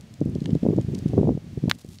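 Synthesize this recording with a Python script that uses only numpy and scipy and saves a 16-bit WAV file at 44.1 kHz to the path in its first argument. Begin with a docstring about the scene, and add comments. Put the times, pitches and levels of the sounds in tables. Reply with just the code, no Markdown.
"""A gravel court in the wind. A thrown steel boule crunches down and, a moment later, knocks a
resting boule away with one dry clack. Kicked-up grit patters down. Wind buffets the microphone
throughout, over a faint open-air hiss, small ticks of gravel and one dull knock of a larger stone."""
import sys
import numpy as np
from scipy import signal
from scipy.fft import rfft, irfft
from scipy.io import wavfile
from scipy.ndimage import uniform_filter1d

SR = 44100
rng = np.random.default_rng(int(sys.argv[2]) if len(sys.argv) > 2 else 0)


def pcm_store(signal):
    """Save signal as 16-bit PCM."""
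    levels = np.round(np.clip(np.atleast_2d(signal), -1, 1) * 32767)
    wavfile.write(sys.argv[1], SR, levels.astype(np.int16).T)


N = 88200
T = np.arange(N) / SR
HZ = np.fft.rfftfreq(N, 1 / SR)


def amp(db):
    """Decibels to gain."""
    return 10 ** (np.asarray(db) / 20)


def unit_rms(x):
    """Scale to rms 1."""
    return x / np.sqrt(np.mean(x ** 2) + 1e-20)


def log_interp(points, hz):
    """Interpolate a curve over log frequency."""
    point_hz, value = np.transpose(points)
    return np.interp(np.log(hz + 1), np.log(point_hz + 1), value)


def noise(gain):
    """Unit-rms noise, shaped by a gain per frequency."""
    return unit_rms(irfft(rfft(rng.standard_normal(N)) * gain, N))


def burst(start_s, rise_s, t60_s):
    """Envelope: linear rise, exponential decay."""
    rise = np.clip((T - start_s) / rise_s, 0, 1)
    return rise * amp(-60 * np.maximum(T - start_s - rise_s, 0) / t60_s)


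def pulse(spectrum, size=2048):
    """Minimum-phase pulse with this spectrum, peak 1."""
    hz = abs(np.fft.fftfreq(size, 1 / SR))
    log_gain = np.log(amp(log_interp(spectrum, hz)))
    shape = np.fft.ifft(np.exp(np.conj(signal.hilbert(log_gain)))).real
    return shape / abs(shape).max()


def ringing(start_s, modes):
    """Damped modes, struck together."""
    age_s = np.maximum(T - start_s, 0)
    return sum(amp(db - 60 * age_s / t60_s) * np.sin(2 * np.pi * hz * age_s) for hz, db, t60_s in modes)


# hiss spectrum (frequency [Hz], relative density [dB])
AIR_SPECTRUM = [(150, 7.5), (550, 8), (950, -0.5), (1500, -3), (1840, -0.5), (2520, -1.5), (3440, -2.5),
                (6190, -6.5), (14800, -21.5), (15500, -18.5)]
# hiss envelope (time [s], level [dB])
AIR_ENVELOPE = [(0, -57.5), (.25, -56.5), (.5, -53.5), (.8, -54), (1.1, -52), (1.4, -57), (1.68, -54),
                (1.77, -60.5), (2, -64.5)]


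def air():
    """Open-air hiss, swelling slowly."""
    level_db = np.interp(T, *np.transpose(AIR_ENVELOPE))
    return noise(amp(log_interp(AIR_SPECTRUM, HZ))) * amp(level_db)


# eddies hitting the microphone (time [s], level [dB], pitch [Hz])
EDDY_HITS = [(0.2153, -9, 323), (.222, -14.5, 293), (.260, -13.5, 263), (.293, -15.5, 208),
             (.357, -16, 314), (0.362, -15, 260), (0.385, -21, 230), (.419, -15, 216), (.493, -16, 330),
             (.532, -7.5, 187), (0.554, -9, 302), (0.561, -15.5, 169), (.633, -11.5, 252), (.653, -14, 407),
             (.665, -7, 392), (.688, -6.5, 292), (.707, -9.5, 303), (.735, -14, 295), (.763, -15, 200),
             (.780, -8.5, 273), (.7865, -9.5, 400), (.796, -16.5, 200), (.848, -19.5, 180),
             (0.885, -15, 167), (.938, -21, 240), (1.025, -21.5, 190), (1.061, -8.5, 222),
             (1.135, -13.5, 370), (1.180, -5.5, 412), (1.188, -6, 224), (1.213, -6.5, 268),
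             (1.232, -10, 416), (1.243, -15, 330), (1.274, -15, 480), (1.283, -14, 260), (1.292, -8, 460),
             (1.307, -10, 268), (1.376, -20, 380), (1.444, -31, 220), (1.576, -16.5, 270),
             (1.640, -10.5, 242), (1.657, -16.5, 270), (1.678, -12, 200), (1.849, -29, 322)]
# microphone boom after an eddy (frequency [Hz], relative level [dB], t60 [s])
BOOM_MODES = [(145, -12, 0.036)]


def eddies(smoothness=4.37):
    """Each eddy: one pressure swing, shorter at higher pitch, and a low boom."""
    out = np.zeros(N)
    for start_s, db, hz in EDDY_HITS:
        phase = 2 * np.pi * hz * (T - start_s)
        swing = ((1 - 1j * phase / smoothness) ** -smoothness).imag
        out += amp(db) * (swing + ringing(start_s, BOOM_MODES))
    return out


# wind strength (time [s], level [dB])
GUSTS = [(0.0, -51), (0.045, -46), (0.09, -53.5), (0.12, -42), (0.18, -53.5), (0.21, -31), (0.245, -44),
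         (0.275, -29.5), (0.355, -30), (0.40, -47), (0.43, -28.5), (0.49, -26), (0.55, -31), (0.6, -51.5),
         (0.655, -21.5), (0.73, -24.5), (0.77, -33), (0.8, -25), (0.86, -38), (0.95, -25.5), (1.01, -34),
         (1.12, -27.5), (1.19, -22), (1.29, -21), (1.35, -28.5), (1.41, -51.5), (1.54, -37.5),
         (1.62, -38.5), (1.69, -27.5), (1.73, -39.5), (1.82, -62), (1.89, -42), (2.0, -57)]
# rumble bands (frequency [Hz], relative density at reference wind [dB], growth with wind [dB/dB])
RUMBLE_BANDS = [(25, -38, 4), (59.4, -11, 0.63), (132, 1, 0.83), (233, -2.5, 1.0), (389, -10, 1.5),
                (587, -24.5, 1.77), (963, -40.5, 1.8), (1560, -60, 1), (3020, -88.5, 3.5)]


def wind(gain_db=-23, reference_db=-22, flutter_db=3.5, flutter_hz=57.4, wake_db=-15):
    """Fluttering turbulence on the microphone; brighter in gusts and in each eddy's wake."""
    hz, db, growth = np.transpose(RUMBLE_BANDS)
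    flow = noise(amp(log_interp(np.c_[hz, db], HZ)))
    local_rms = np.sqrt(abs(uniform_filter1d(flow ** 2, size=700)) + 1e-9)
    steadied = flow / uniform_filter1d(local_rms, size=500) ** 0.75
    spectrum = rfft(unit_rms(steadied))
    bands = [irfft(spectrum * log_interp(np.c_[hz, share], HZ), N) for share in np.eye(len(hz))]
    gusts = amp(np.interp(T, *np.transpose(GUSTS)))
    wakes = sum(amp(eddy_db + wake_db) * burst(start_s, rise_s=0.0027, t60_s=0.065)
                for start_s, eddy_db, _ in EDDY_HITS)
    flutter = noise(np.exp(-(HZ / flutter_hz) ** 2))
    force_db = 20 * np.log10(np.hypot(gusts, wakes)) - reference_db + flutter_db * flutter
    return amp(gain_db) * sum(band * amp(slope * force_db) for band, slope in zip(bands, growth))


def microphone(pressure, overload_db=-1, low_cut_hz=42.6):
    """The microphone saturates on hard buffets and sheds the deepest bass."""
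    saturated = amp(overload_db) * np.tanh(pressure / amp(overload_db))
    return signal.sosfilt(signal.butter(2, low_cut_hz, "high", fs=SR, output="sos"), saturated)


# gravel ticks (time [s], peak [dB], pitch [Hz])
GRAVEL_TICKS = [(.010, -37, 6400), (.140, -40.5, 6040), (.206, -41, 6000), (.254, -44.5, 7500),
                (.298, -46.5, 7500), (0.3521, -36.5, 4050), (.405, -40, 3980), (.422, -41, 4500),
                (0.442, -41, 3000), (0.4583, -29, 3400), (.506, -37.5, 3250), (0.5513, -37, 4470),
                (.631, -39.5, 3010), (.765, -42, 6000), (0.813, -38.5, 3930), (.948, -31, 4700),
                (0.9509, -30.5, 4730), (0.9828, -42, 5900), (.989, -36, 6300), (1.0816, -41.5, 5000),
                (1.087, -39, 5000), (1.8464, -43.5, 6500), (1.863, -48, 7500), (1.889, -42, 6500),
                (1.9863, -35.5, 3520)]


def ticks(width_oct=1.06, top_hz=10000, rise_s=0.00068, t60_s=0.009):
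    """Small stones snap against each other, each a broad band of noise."""
    out = np.zeros(N)
    rolloff = np.hypot(1, (HZ / top_hz) ** 2)
    for peak_s, db, hz in GRAVEL_TICKS:
        band = np.exp(-(np.log2((HZ + 1) / hz) / width_oct) ** 2)
        snap = noise(band / rolloff) * burst(peak_s - rise_s, rise_s, t60_s)
        out += amp(db) * snap / (abs(snap).max() + 1e-12)
    return out


# stone modes (frequency [Hz], level [dB], t60 [s])
STONE_MODES = [(930, -36, 0.015), (1810, -34.5, 0.013), (2180, -40.5, .012), (2890, -33.5, 0.011)]


def knock(start_s=0.458):
    """A larger stone knocks once; its modes die fast."""
    return ringing(start_s, STONE_MODES)


# grit showers (centre [s], spread [s], level [dB])
GRIT_SHOWERS = [(1.747, 0.0091, -56.5), (1.792, 0.0067, -52), (1.815, 0.01, -57.5), (1.89, 0.17, -64),
                (1.935, 0.03, -57.5)]
# impact of one grain (frequency [Hz], relative density [dB])
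GRAIN_SPECTRUM = [(700, -3), (2000, -6.5), (3500, 1), (7000, -0.5), (10000, -4), (15000, -11.5)]


def grit(grains_per_s=4000, spread_db=4.5):
    """Kicked-up grit falls as tiny impacts in overlapping showers."""
    hits = (rng.random(N) < grains_per_s / SR) * rng.choice([-1, 1], N)
    strength = amp(spread_db * np.minimum(rng.exponential(1, N), 4))
    patter = unit_rms(signal.fftconvolve(hits * strength, pulse(GRAIN_SPECTRUM))[:N])
    showers = sum(amp(db) * np.exp(-((T - centre_s) / spread_s) ** 2)
                  for centre_s, spread_s, db in GRIT_SHOWERS)
    return patter * showers


# crushed gravel (frequency [Hz], relative density [dB])
CRUNCH_SPECTRUM = [(300, -5), (1200, -3.5), (2600, 1), (5000, -2), (8000, -6), (13000, -15.5), (14800, -7),
                   (16000, -17)]


def landing(start_s=1.6966, rise_s=0.00052, crush_db=-24, skid_db=-37.5):
    """The boule crushes the gravel and skids on."""
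    crush = amp(crush_db) * burst(start_s, rise_s, t60_s=0.013)
    skid = amp(skid_db) * burst(start_s, rise_s, t60_s=0.068)
    return noise(amp(log_interp(CRUNCH_SPECTRUM, HZ))) * (crush + skid)


# steel-on-steel contact (frequency [Hz], relative density [dB])
CONTACT_SPECTRUM = [(150, -24), (500, -15), (900, -4), (1550, 3), (2100, -0.5), (2500, -8), (4000, 1.7),
                    (5400, -15.5), (6800, -14.5), (8500, -34), (10200, -27), (13000, -38), (16000, -54)]
# struck boule's modes (frequency [Hz], level [dB], t60 [s])
BOULE_MODES = [(1420, -28, 0.014), (2090, -25.5, 0.02), (3330, -26, 0.015), (3980, -44, .009)]
# clack scattered by the court (frequency [Hz], relative density [dB])
SCATTER_SPECTRUM = [(300, -2), (900, -8), (1900, 2), (3200, -14), (6000, -21), (15000, -23)]


def clack(start_s=1.7133, contact_db=0.23, ground_delay_s=0.00037, ground_gain=0.16, scatter_db=-37.5):
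    """Boule hits boule: hard contact pulse, ground reflection, brief ring, faint scatter."""
    delay = np.exp(-2j * np.pi * HZ * start_s)
    reflection = ground_gain * np.exp(-2j * np.pi * HZ * ground_delay_s)
    impact = rfft(pulse(CONTACT_SPECTRUM), N)
    contact = -amp(contact_db) * irfft(impact * delay * (1 + reflection), N)
    tail = amp(scatter_db) * burst(start_s, rise_s=0.0011, t60_s=0.048)
    scatter = noise(amp(log_interp(SCATTER_SPECTRUM, HZ))) * tail
    return contact + ringing(start_s, BOULE_MODES) + scatter


def scene():
    """One throw on the windy court, mono."""
    buffets = microphone(wind() + eddies())
    return (buffets + air() + ticks() + knock() + landing() + clack() + grit())[None]


def record(dry, cutoff_hz=15700):
    """Steep low-pass band limit."""
    lowpass = signal.firwin(511, cutoff_hz, window=("kaiser", 9), fs=SR)
    return signal.oaconvolve(dry, lowpass[None], "same")


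dry = scene()
out = record(dry)
pcm_store(out)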